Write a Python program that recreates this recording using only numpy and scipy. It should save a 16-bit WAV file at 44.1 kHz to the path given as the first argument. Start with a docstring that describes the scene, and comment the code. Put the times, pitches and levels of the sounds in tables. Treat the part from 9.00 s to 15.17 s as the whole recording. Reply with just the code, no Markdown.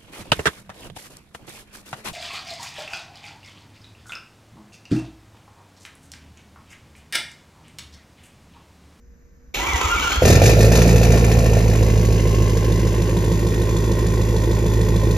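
"""In a shed, heard from beside its tailpipe, a cold V8 diesel pickup starts.
The starter gears, built from wavering sines and grainy noise, whine and sag at each compression; the engine
catches with hard knocks and surges once a cycle, then the fuel eases off, the chambers warm and it settles to idle.
Every firing thumps and barks through the pipe as filtered pulses and noise, knocks the block and ticks an injector;
the eight cylinders differ, so the idle lopes."""
import sys
import numpy as np
from scipy import signal
from scipy.fft import rfft, irfft, next_fast_len
from scipy.io import wavfile
from scipy.ndimage import map_coordinates

SR = 44100
rng = np.random.default_rng(int(sys.argv[2]) if len(sys.argv) > 2 else 0)


def waveform_to_disk(signal):
    """Save audio, clipped to [-1, 1], as 16-bit WAV at the path in sys.argv[1]."""
    frames = np.transpose(np.atleast_2d(signal))
    scaled = np.clip(frames, -1, 1) * 32767
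    samples = np.round(scaled).astype(np.int16)
    wavfile.write(sys.argv[1], SR, samples)


N = 272097
TIME = np.arange(N) / SR
CATCH_S = 1.21  # the engine catches

# The engine stumbles, flares and settles. Each row: time in seconds, speed in firings per second.
ENGINE_SPEED = [(1.21, 43.3), (1.3, 38.3), (1.4, 46.1), (1.5, 54.8), (1.62, 52.6), (1.8, 58.6), (2.0, 56.3),
                (2.25, 56.8), (2.5, 54.8), (2.9, 53.9), (3.8, 53.56), (6.17, 53.6)]


def firings():
    """Firings counted since the engine caught; a whole number at each exhaust pulse."""
    speed = curves(ENGINE_SPEED)[0] * (TIME >= CATCH_S)
    return np.cumsum(speed) / SR - .4


# The eight cylinders in firing order. Each row: lateness in firing intervals, exhaust runner delay in seconds,
# then relative sizes of thump, bark, knock and injector tick in dB.
CYLINDERS = [(-0.01, 0.00449, 6, 1.5, 5, -5), (0.0297, 0.00536, 6, 2.5, 8, -6.5),
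             (0.0187, 0.00583, 4.5, 1.5, 10, -1.5), (0.0604, 0.00573, 6, -2, 4, -6),
             (0.0046, 0.00429, 7, 0, 7, -8.5), (0.026, 0.00399, 5.5, 2, 5.5, -9.5),
             (-0.0093, 0.00612, 9, 2, 8, -0.5), (0.0686, 0.00515, 5.5, -0.5, 6, -4)]
# Tailpipe resonances. Each row: frequency in Hz, width in Hz, level in dB.
PIPE_MODES = [(88.3, 10.8, -3.5), (174.7, 8.8, 4.5), (201.2, 3.2, -9), (246, 14.3, -9.5), (339.4, 6.4, -3),
              (382, 4.1, -3), (421, 9.8, -2.5), (473, 29, -11.5)]
# Colours of the exhaust, idling and loaded. Each row: frequency in Hz, level in dB.
THUMP_IDLE = [(12, -64), (25, -25), (38, -16), (54, 1), (108, 0.5), (135, -10.5), (168, -10.5),
              (230, -15.5), (330, -50), (700, -65)]
THUMP_LOADED = [(12, -62), (25, -24), (38, -6), (56, 0), (112, 1), (140, -3.5), (170, -11), (230, -15.5),
                (330, -45), (700, -80)]
BARK_IDLE = [(30, -26), (120, -3), (190, 1), (235, -12.5), (300, -4.5), (350, -1.5), (420, -4.5),
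             (490, -6.5), (580, -10), (720, -21.5), (900, -29), (1200, -66)]
BARK_LOADED = [(30, -41), (110, 6), (170, -4.5), (230, -3), (290, -8.5), (390, -2.5), (445, -0.5), (500, 0),
               (600, -11), (680, -7.5), (950, -32), (1300, -46)]
# How loud thump and bark are: level at idle in dB, added dB at full fuel, swing of the surge in dB.
THUMP_LEVEL = (-16, 4.5, 0.45)
BARK_LEVEL = (-27.5, 8.6, 1.6)
# Listening distance from the tailpipe. Each row: time in seconds, distance in metres.
DISTANCE = [(3.1, 0.98), (4.4, 1.47), (5.2, 1.27), (6.1, 1.04)]
# The warm bark swells once a cycle: loudest firing, swing in dB
LOPE_FIRING, LOPE_SWING_DB = 5.2, 1


def exhaust(turn):
    """Each pulse thumps out of the tailpipe, rings its resonances and drags a bark of turbulence behind it."""
    lateness, runner, thump_size, bark_size, _, _ = np.transpose(CYLINDERS)
    labour = load()
    thump_db = level_db(turn, *THUMP_LEVEL)
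    lope_db = LOPE_SWING_DB * (1 - coldness()) * np.cos(2 * np.pi * (turn - LOPE_FIRING) / len(CYLINDERS))
    bark_db = level_db(turn, *BARK_LEVEL) + lope_db

    thump_pulses = puffs(turn, lateness, 0 * runner, thump_size, scatter_db=1.0)
    thump = -blend(thump_pulses, THUMP_IDLE, THUMP_LOADED, labour)
    ring = resonances(puffs(turn, lateness, runner, bark_size, scatter_db=3.5), PIPE_MODES)
    gas = bursts(turn, .85 * bark_size, delay=.13, rise=.16, decay=.42, between=.15, alike=.5, uneven_db=1)
    bark = blend(gas, BARK_IDLE, BARK_LOADED, coldness())

    # the thump is strongest close to the pipe
    out = amp(thump_db) * thump / curves(DISTANCE)[0]
    # more load means more turbulence and less clean ringing
    out = out + amp(bark_db - 2.9 * labour) * ring + amp(bark_db + 2.4 * labour) * bark
    return in_shed((out + booms(turn)) * onset(1.217, 0.009), wet_db=-18.5)


# Once the engine is warm, single cylinders set the pipe booming every cycle.
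# Each row: firing, nominal frequency in Hz, t60 in seconds, typical peak in dB when fully warm.
BOOMS = [(0.499, 417, 0.07, -25), (2.0, 500.3, 0.073, -25.5), (2.0, 287, .07, -26),
         (4.001, 345.2, 0.29, -21.5), (4.8, 426, 0.11, -25.5), (5.9, 186, 0.18, -22.5),
         (6.1, 426, 0.049, -24)]
BOOM_RISE_S = 0.0092


def booms(turn):
    """Each boom swells and rings out once per engine cycle, never quite alike."""
    t = np.arange(SR // 4) / SR
    out = np.zeros(N + len(t))
    for firing, hz, t60, db in BOOMS:
        when = np.interp(np.arange(firing, turn[-1], len(CYLINDERS)), turn, TIME)
        swell = amp(-60 * t / t60) * (1 - np.exp(-t / BOOM_RISE_S))
        for s, (size, detune) in zip(when, rng.standard_normal((64, 2))):
            ring = np.sin(2 * np.pi * hz * (1 + .018 * detune) * t)
            out[round(s * SR):][:len(t)] += amp(db + size) * ring * swell / swell.max()
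    return out[:N] * (1 - coldness())


# Colours of the block: idling, idling heard from higher up, and loaded. Each row: frequency in Hz, level in dB.
BLOCK_IDLE = [(500, -5.5), (720, -9), (880, -3.5), (1060, 4.5), (1150, 2), (1250, -57), (1480, -6.5),
              (1680, -3), (1900, -14), (2030, 1.5), (2200, -10.5), (2460, -8.5), (2800, -3), (3200, -7.5),
              (4400, -34)]
BLOCK_RAISED = [(500, 1), (720, -11), (880, 2.5), (1040, 3.5), (1150, -4), (1260, -20), (1480, -2.5),
                (1680, -11), (1890, 5.5), (2000, -7.5), (2160, -15.5), (2400, -2.5), (2800, -9),
                (3200, -10.5), (4400, -29)]
BLOCK_LOADED = [(500, -15), (750, 6.5), (1000, -0.5), (1220, -6.5), (1400, 3.5), (1600, -17.5), (1800, 7),
                (2000, -2), (2200, -3.5), (2420, 7), (2750, 2), (3150, -7.5), (4400, -36)]
# Ringing of the block and its covers. Each row: frequency in Hz, width in Hz, level in dB.
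IRON_MODES = [(940, 124, -0.5), (1059, 52, 5), (1974, 110, -4), (2144, 14, -1.5)]
# Colour of the injector ticks. Each row: frequency in Hz, level in dB.
CLATTER = [(2000, -5.5), (3000, -16), (3700, -1), (5000, 0), (7000, 3.5), (8700, 7.5), (10000, 0.5),
           (12000, -15), (15000, -53)]
# The valve covers ring with the ticks. Each row: frequency in Hz, width in Hz, level in dB.
COVER_MODES = [(3504, 144, 0.5), (6380, 160, -1)]
# Colour of one valve lifter's click. Each row: frequency in Hz, level in dB.
LIFTER = [(2500, -48), (3300, 3), (3750, 7.5), (4400, 3.5), (5200, -35), (6800, -6), (9000, 16),
          (14000, -79)]
# How loud knock and tick are: level at idle in dB, added dB at full fuel, swing of the surge in dB.
KNOCK_LEVEL = (-36.5, 4.5, 1.5)
TICK_LEVEL = (-34.5, 9.5, 4.1)
# The lifter's click: firing, decay in firing intervals, level
LIFTER_FIRING, LIFTER_DECAY, LIFTER_DB = 6.47, .15, -43.5
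# The listening point is lifted away from the pipe: when, how long
LIFT_AT_S, LIFT_S = 3.47, 1


def block(turn):
    """Combustion knocks the iron block; the injectors tick just after, and one lifter clicks once a cycle."""
    lateness, runner, _, _, knock_size, tick_size = np.transpose(CYLINDERS)
    labour = load()
    knock_db, tick_db = level_db(turn, *KNOCK_LEVEL), level_db(turn, *TICK_LEVEL)
    raised = onset(LIFT_AT_S, LIFT_S)
    running = onset(1.217, 0.0061)

    blows = bursts(turn, knock_size, delay=0.179, rise=0.097, decay=0.41, between=0.4, alike=0.17, uneven_db=1.3)
    idling = blend(blows, BLOCK_IDLE, BLOCK_RAISED, raised)
    rattle = unit((1 - labour) * idling + labour * coloured(blows, BLOCK_LOADED))
    ping_pulses = puffs(turn, lateness + .32, 0 * runner, 0.42 * knock_size, scatter_db=2.4)
    pings = resonances(ping_pulses, IRON_MODES)
    knock = amp(knock_db) * rattle + amp(knock_db - 7 - 17 * labour) * pings

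    clicks = bursts(turn, 0.82 * tick_size, delay=.35, rise=0.18, decay=0.33, between=.6, alike=.25, uneven_db=1.5)
    # the covers ring only as the listening point rises
    ticks = coloured(clicks, CLATTER) + amp(-14) * resonances(clicks, COVER_MODES) * raised

    age = (turn - LIFTER_FIRING) % len(CYLINDERS)
    lifter_noise = rng.standard_normal(N) * age * np.exp(-age / LIFTER_DECAY)
    # the lifter is heard only once the idle has settled
    lifter = coloured(lifter_noise, LIFTER) * onset(3.0, 1.0)
    top_end = amp(tick_db) * ticks * running + amp(LIFTER_DB) * lifter
    return in_shed(knock * running, wet_db=-8) + in_shed(top_end, wet_db=-18)


# The hardest combustion knocks. Each row: time in seconds, ring of the block in dB, treble crack in dB.
HARD_KNOCKS = [(1.253, -9, -17.5), (1.283, -17, -21), (1.302, -21, -19.5), (1.326, -16, -22),
               (1.354, -13.5, -20.5), (1.4167, -14, -24), (1.4364, -26, -23.5), (1.457, -13.5, -20),
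               (1.475, -24, -26), (1.4931, -16.5, -22.5), (1.5144, -24, -26), (1.6086, -20, -29),
               (1.6257, -22, -32), (1.648, -23, -25.5), (1.72, -14, -23), (1.7531, -15.5, -21),
               (1.7706, -22, -28), (1.7864, -24, -27), (1.818, -13.5, -21), (1.8901, -20, -31),
               (1.9593, -19, -26), (2.0304, -18, -25), (2.0491, -20, -30), (2.1191, -19, -25.5),
               (2.1388, -20, -33), (2.173, -24, -31), (2.2423, -17.5, -36), (2.3155, -17.5, -29),
               (2.459, -22.5, -38), (2.5685, -24, -38), (2.7142, -21.5, -43), (4.093, -35, -48)]
# Late burns bang in the pipe. Each row: time in seconds, level in dB.
BANGS = [(1.221, -6.5), (1.254, -7), (1.280, -17), (1.300, -2.5), (1.417, 0), (1.492, -9), (1.718, -8),
         (1.785, -7), (1.854, -11.5), (2.065, -22), (2.136, -10), (2.278, -18), (2.349, -20), (2.421, -16),
         (2.568, -11)]
# What a hard knock rings in the block and a bang in the pipe. 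Each row: frequency in Hz, width in Hz, level in dB.
KNOCK_MODES = [(1730, 210, 0), (2430, 74, 3), (2570, 62, -1)]
BANG_MODES = [(424, 155, 2), (652, 160, 1.5)]
CRACK_T60_S, BANG_T60_S = 0.094, 0.055


def hard_knocks():
    """Pooled fuel lights all at once: the block rings and cracks, and late burns bang in the pipe."""
    when, ring_db, crack_db = np.transpose(HARD_KNOCKS)
    knock, iron = struck(when, ring_db, CRACK_T60_S, KNOCK_MODES, ring_db=-10)
    crack, covers = struck(when, crack_db, CRACK_T60_S, COVER_MODES, ring_db=-10)
    bang, pipe = struck(*np.transpose(BANGS), BANG_T60_S, BANG_MODES, ring_db=-3.5)
    thud = amp(-7) * np.std(knock) * coloured(knock, BLOCK_LOADED)
    treble = amp(5.5) * np.std(crack) * coloured(crack, CLATTER)
    blast = amp(-3) * np.std(bang) * coloured(bang, BARK_LOADED)
    return in_shed(iron + covers + thud + treble, wet_db=-6) + in_shed(pipe + blast, wet_db=-12)


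def struck(times, levels_db, t60, modes, ring_db):
    """Each blow is a noise burst that dies away plus a ring of the modes, ring_db above the bursts' rms."""
    t = np.arange(SR // 5) / SR
    hits = np.bincount(np.round(times * SR).astype(int), amp(levels_db), N)
    shape = amp(-60 * t / t60) * (1 - np.exp(-t / 0.0016))
    burst = signal.fftconvolve(hits, shape)[:N] * rng.standard_normal(N)
    return burst, amp(ring_db) * np.std(burst) * resonances(hits, modes)


# Fuel: the governor holds full starting fuel after the catch, then eases it off
FUEL_HOLD_S, FUEL_EASE_S = 0.53, 0.99
# Cold: the chambers stay cold for a while after the catch, then warm
COLD_HOLD_S, WARMING_S = 1.26, 1.08
# Surge: at first only part of the firing order burns well; strongest firing, how long, fade
SURGE_FIRING, SURGE_HOLD_S, SURGE_FADE_S = 3.23, 0.61, 0.14


def fuel():
    """Fuel above the idle dose, 0-1."""
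    return np.exp(-np.maximum(TIME - CATCH_S - FUEL_HOLD_S, 0) / FUEL_EASE_S)


def coldness():
    """Ignition delay of the cold chambers, 0-1."""
    return 1 - onset(CATCH_S + COLD_HOLD_S, WARMING_S)


def load():
    """How hard the engine labours, 0-1: fuel and cold in equal parts."""
    return (fuel() + coldness()) / 2


def level_db(turn, idle_db, fuel_db, surge_db):
    """A layer grows with the fuel and surges once a cycle until all the cylinders burn."""
    patchy = np.exp(-np.maximum(TIME - CATCH_S - SURGE_HOLD_S, 0) / SURGE_FADE_S)
    surge = patchy * np.cos(2 * np.pi * (turn - SURGE_FIRING) / len(CYLINDERS))
    return idle_db + fuel_db * fuel() + surge_db * surge


def bursts(turn, cylinder_db, delay, rise, decay, between, alike, uneven_db):
    """A noise burst per firing (times in firing intervals); the share alike recurs when its cylinder fires again."""
    count, age = np.divmod(turn - delay, 1)
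    firing = count.astype(int)
    cylinder = firing % len(CYLINDERS)
    since = np.arange(N) - np.searchsorted(count, count)  # samples since this burst began
    own = rng.standard_normal((len(CYLINDERS), SR))[cylinder, since % SR]
    alike = np.clip(alike, 0, 1)
    noise = np.sqrt(alike) * own + np.sqrt(1 - alike) * rng.standard_normal(N)
    # cold cylinders burn unevenly under load
    scatter = rng.standard_normal(size=512)[firing] * uneven_db * (.5 + load())
    shape = (1 - np.exp(-age / rise)) * np.exp(-age / decay)
    return noise * (between + unit(shape) * amp(cylinder_db[cylinder] + scatter))


def puffs(turn, lateness, delay, cylinder_db, scatter_db):
    """One pressure pulse per firing, timed and sized by its cylinder."""
    count = np.arange(int(turn[-1]) + 1)
    cylinder = count % len(CYLINDERS)
    when = np.interp(count + lateness[cylinder], turn, TIME) + delay[cylinder]
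    size = amp(cylinder_db[cylinder] + scatter_db * rng.standard_normal(len(count)))
    return np.bincount(np.round(when * SR).astype(int), size, N)[:N]


# The starter runs up, sags at each compression and sings out as it recovers.
# Each row: time in seconds, teeth per second, strain in dB (in full on the whine, in part on the rasp).
CRANK = [(.541, 700, -9), (.605, 975, 1), (.635, 1020, -1), (.665, 1160, 3), (.695, 1180, 5),
         (.72, 1090, 2), (.745, 950, 5), (.78, 935, 1), (.8, 1200, -1), (.815, 1340, 4), (.845, 1240, 2),
         (.885, 1070, 0), (.905, 1400, 4), (.925, 1410, 5), (.945, 1260, 3), (.985, 1130, -2),
         (1.025, 1500, 2), (1.055, 1410, 4), (1.095, 1350, -2), (1.125, 1610, 2), (1.21, 1680, -5)]
# Mesh harmonics and sidebands of the commutator. Each row: multiple of the tooth rate, level in dB.
TEETH = [(.78, -2), (1, 4), (1.17, -7), (1.68, -5), (2, 3), (2.3, -8), (3, -5), (4, -10), (5, -8)]
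# Colour of the starter gears. Each row: frequency in Hz, level in dB.
GEARCASE = [(60, -28), (200, -1), (350, 10), (600, 0.5), (1000, 5.5), (1450, 2), (1720, -1), (2250, 0),
            (3000, 4), (3500, 1), (4150, -5), (4800, -5.5), (7000, 3.5), (9000, 1), (14000, -33)]
# The housing sings when a gear partial sweeps past. Each row: frequency in Hz, width in Hz, level in dB.
HOUSING_MODES = [(937, 29, -7), (1207, 31, 13.5), (1401, 11, 13.5), (1970, 47, 15.5), (2300, 61, 8.5),
                 (2740, 55, -1), (2960, 35, -1)]
# The freed armature whistles upward in snatches. Each row: time in seconds, frequency in Hz, level in dB.
ARMATURE = [(.98, 3800, -60), (1.02, 4080, -34), (1.06, 3980, -44), (1.1, 4220, -34), (1.165, 4300, -34),
            (1.22, 4500, -46)]
# The pinion clacks in, then clashes as the engine kicks against it.
# Each row: time in seconds, level in dB, t60 in seconds.
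CLASHES = [(0.539, -21, 0.28), (1.023, -24, 0.12), (1.119, -19, 0.057)]
# Colour of the pinion's clash. Each row: frequency in Hz, level in dB.
PINION = [(150, -23), (400, 1), (1750, -8), (2250, 6.5), (3500, -3), (4100, 3), (4600, -10), (7000, -2),
          (14000, -24)]
SOLENOID_S = .541  # the starter engages
WHINE_DB, RASP_DB = -28, -27


def starter():
    """The pinion clacks in, whines and rasps on the ring gear until the engine runs away from it."""
    rate, strain_db = curves(CRANK)
    teeth = np.cumsum(rate * (1 + .009 * wobble(280))) / SR
    strands = 0
    for multiple, db in TEETH:
        partial = np.sin(2 * np.pi * multiple * teeth + .35 * wobble(200))
        strands = strands + amp(db) * partial * amp(2.6 * wobble(110))
    strands = strands * engaged()
    mesh = unit(coloured(strands, GEARCASE) + .7 * resonances(strands, HOUSING_MODES))
    # rms 1 while in mesh, not over the whole scene
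    mesh = mesh * np.sqrt(np.mean(engaged() ** 2))
    whine = amp(WHINE_DB + strain_db) * mesh * onset(0.51, 0.053)

    spin, spin_db = curves(ARMATURE)
    spin_phase = 2 * np.pi * np.cumsum(spin) / SR + 1.1 * wobble(380)
    whistle = amp(spin_db + 3 * wobble(40)) * np.sin(spin_phase)

    # the teeth bite unevenly, so the rasp is grainy, and it rings the housing too
    grit = rng.standard_normal(N) * amp(3.5 * wobble(200))
    scrape = coloured(grit, GEARCASE) + amp(-18) * resonances(grit, HOUSING_MODES)
    rasp = amp(RASP_DB + 0.4 * strain_db) * scrape

    clash_gain = sum(amp(db - 60 * np.abs(TIME - s) / t60) * (TIME >= s) for s, db, t60 in CLASHES)
    clash = clash_gain * coloured(rng.standard_normal(N), PINION)
    return in_shed((whine + whistle + rasp + clash) * engaged(), wet_db=-6)


def engaged():
    """1 while the pinion is in mesh, fading as it lets go."""
    return onset(SOLENOID_S - .001, 0.006) * (1 - onset(1.153, 0.27))


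# Colour of the pumped air. Each row: frequency in Hz, level in dB.
PUMPING = [(20, -37), (40, -4), (52, -1), (66, 2), (95, -14), (200, -18), (500, -47)]
# Compressions while cranking. Each row: time in seconds, puff from the pipe in dB.
COMPRESSIONS = [(0.75, -16), (0.856, -15), (0.956, -25), (1.05, -24), (1.148, -35)]
# A cylinder half fires just before the catch: time in seconds, puff in dB.
COUGH = (1.185, -14.5)
PUMPING_DB, PUFF_HZ, PUFF_S = -30, 65, 0.012


def pumping():
    """The unfired cylinders pump air down the pipe: a puff for each compression, then a cough."""
    air = coloured(rng.standard_normal(N), PUMPING) * onset(0.555, 0.012) * engaged()
    return amp(PUMPING_DB) * air + sum(puff(s, db) for s, db in COMPRESSIONS) + puff(*COUGH)


def puff(s, db):
    """One soft push of air out of the tailpipe."""
    return -amp(db) * bell(s, PUFF_S) * np.cos(2 * np.pi * PUFF_HZ * (TIME - s))


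# Colour of the quiet shed. Each row: frequency in Hz, level in dB.
QUIET = [(25, -9), (52, 3), (100, -12.5), (160, -17), (255, -17), (350, -27), (520, -29.5), (800, -42),
         (1750, -34.5), (3300, -54), (4500, -49), (6500, -39), (12000, -57)]


def background():
    """Low rumble of the shed as coloured noise, and the fuel pump humming before the start."""
    hum = np.sin(2 * np.pi * 474 * TIME + .2 * wobble(13))
    pump = amp(-62.5) * hum * (1 - onset(0.45, .08))
    rumble = amp(-47.5) * coloured(rng.standard_normal(N), QUIET)
    return in_shed(rumble, wet_db=-4.0) + pump


# How long the shed rings. Each row: frequency in Hz, t60 in seconds.
SHED = [(100, 0.13), (1000, 0.92), (4000, 0.46), (9000, 0.0026), (11500, 0.0066)]


def in_shed(x, wet_db):
    """The direct sound plus the walls' answer, which differs in each channel; the power is roughly kept."""
    hz, t, z = signal.stft(rng.standard_normal((2, SR // 2)), SR, nperseg=256)
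    decay = amp(-60 * t / along(SHED, hz)[:, None])
    tail = signal.istft(z * decay, SR, nperseg=256)[1]
    echo = signal.fftconvolve(x[None], tail / np.linalg.norm(tail[0]), axes=1)[:, :N]
    return (x + amp(wet_db) * echo) / np.hypot(1, amp(wet_db))


def amp(db):
    """Decibels to gain."""
    return 10 ** (np.asarray(db) / 20)


def unit(x):
    """Scaled to rms 1."""
    return x / np.sqrt(np.mean(x ** 2) + 1e-20)


def along(points, hz):
    """(Hz, value) points on a log axis."""
    f, v = np.transpose(points)
    return np.interp(np.log(hz + 1), np.log(f + 1), v)


def curves(rows):
    """One value per sample for each column after the time."""
    s, *cols = np.transpose(rows)
    return [np.interp(TIME, s, c) for c in cols]


def onset(start, rise):
    """A ramp from 0 to 1."""
    return np.clip((TIME - start) / rise, 0, 1)


def bell(centre, width):
    """A smooth swell of height 1."""
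    return np.exp(-((TIME - centre) / width) ** 2)


def wobble(rate):
    """A smooth random curve, rate knots a second."""
    return map_coordinates(rng.standard_normal(int(N * rate / SR) + 4), [TIME * rate])


def filtered(x, response):
    """x times a complex response of frequency."""
    m = next_fast_len(N + SR // 2)
    return irfft(rfft(x, m) * response(np.fft.rfftfreq(m, 1 / SR)), m)[..., :N]


def coloured(x, spectrum):
    """x through a (Hz, dB) spectrum, at rms 1."""
    return unit(filtered(x, lambda hz: amp(along(spectrum, hz))))


def blend(x, idle, loaded, share):
    """The colour shifts from the first spectrum to the second as share goes from 0 to 1."""
    share = np.clip(share, 0, 1)
    return unit((1 - share) * coloured(x, idle) + share * coloured(x, loaded))


def resonances(x, modes):
    """x through (Hz, width Hz, dB) resonances of alternating sign, dull above the last, at rms 1."""
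    def response(f):
        total = 0
        for k, (hz, width, db) in enumerate(modes):
            total = total + (-1) ** k * amp(db) * 1j * f * width / (hz * hz - f * f + 1j * f * width)
        return total / (1 + 1j * f / (2 * modes[-1][0])) ** 2
    return unit(filtered(x, response))


def scene():
    """Exhaust, block and starter, with the pumped air and the quiet shed."""
    turn = firings()
    engine = exhaust(turn) + block(turn) + hard_knocks()
    return engine + starter() + pumping() + background()


# Overall treble colour, with dips near 8 and 10.8 kHz. Each row: frequency in Hz, level in dB.
TREBLE_COLOUR = [(7100, -0.5), (7800, -13), (8600, -11.5), (10000, -7), (10850, -14), (11800, 8.5),
                 (13000, 10), (14400, -18)]
# Phase between the channels. Each row: frequency in Hz, lead of the left in radians.
STEREO_LEAD = [(100, 0), (700, .15), (1120, .45), (1550, .9), (1850, .4), (3100, 1.3), (4480, .7),
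               (5700, -1.2), (6700, -1.4), (8200, -3.14), (9400, -4.4), (10500, -6.28)]
# Level between the channels. Each row: frequency in Hz, left minus right in dB.
STEREO_TILT = [(200, -1.4), (370, -.3), (680, -1.2), (1200, -.8), (2300, .2), (4250, 3.2), (7800, .3)]
TOP_HZ = 14400


def record(dry):
    """The treble is coloured, the channels differ in phase and level, peaks are rounded and the band is limited."""
    sides = np.array([[.5], [-.5]])  # half of each difference to either side

    def stereo_response(hz):
        gain = amp(along(TREBLE_COLOUR, hz) + sides * along(STEREO_TILT, hz))
        return gain * np.exp(1j * sides * along(STEREO_LEAD, hz))
    stereo = filtered(dry, stereo_response)
    rounded = stereo / (1 + np.abs(stereo / .97) ** 6) ** (1 / 6)
    return filtered(rounded, lambda hz: hz < TOP_HZ)


dry = scene()
out = record(dry)
waveform_to_disk(out)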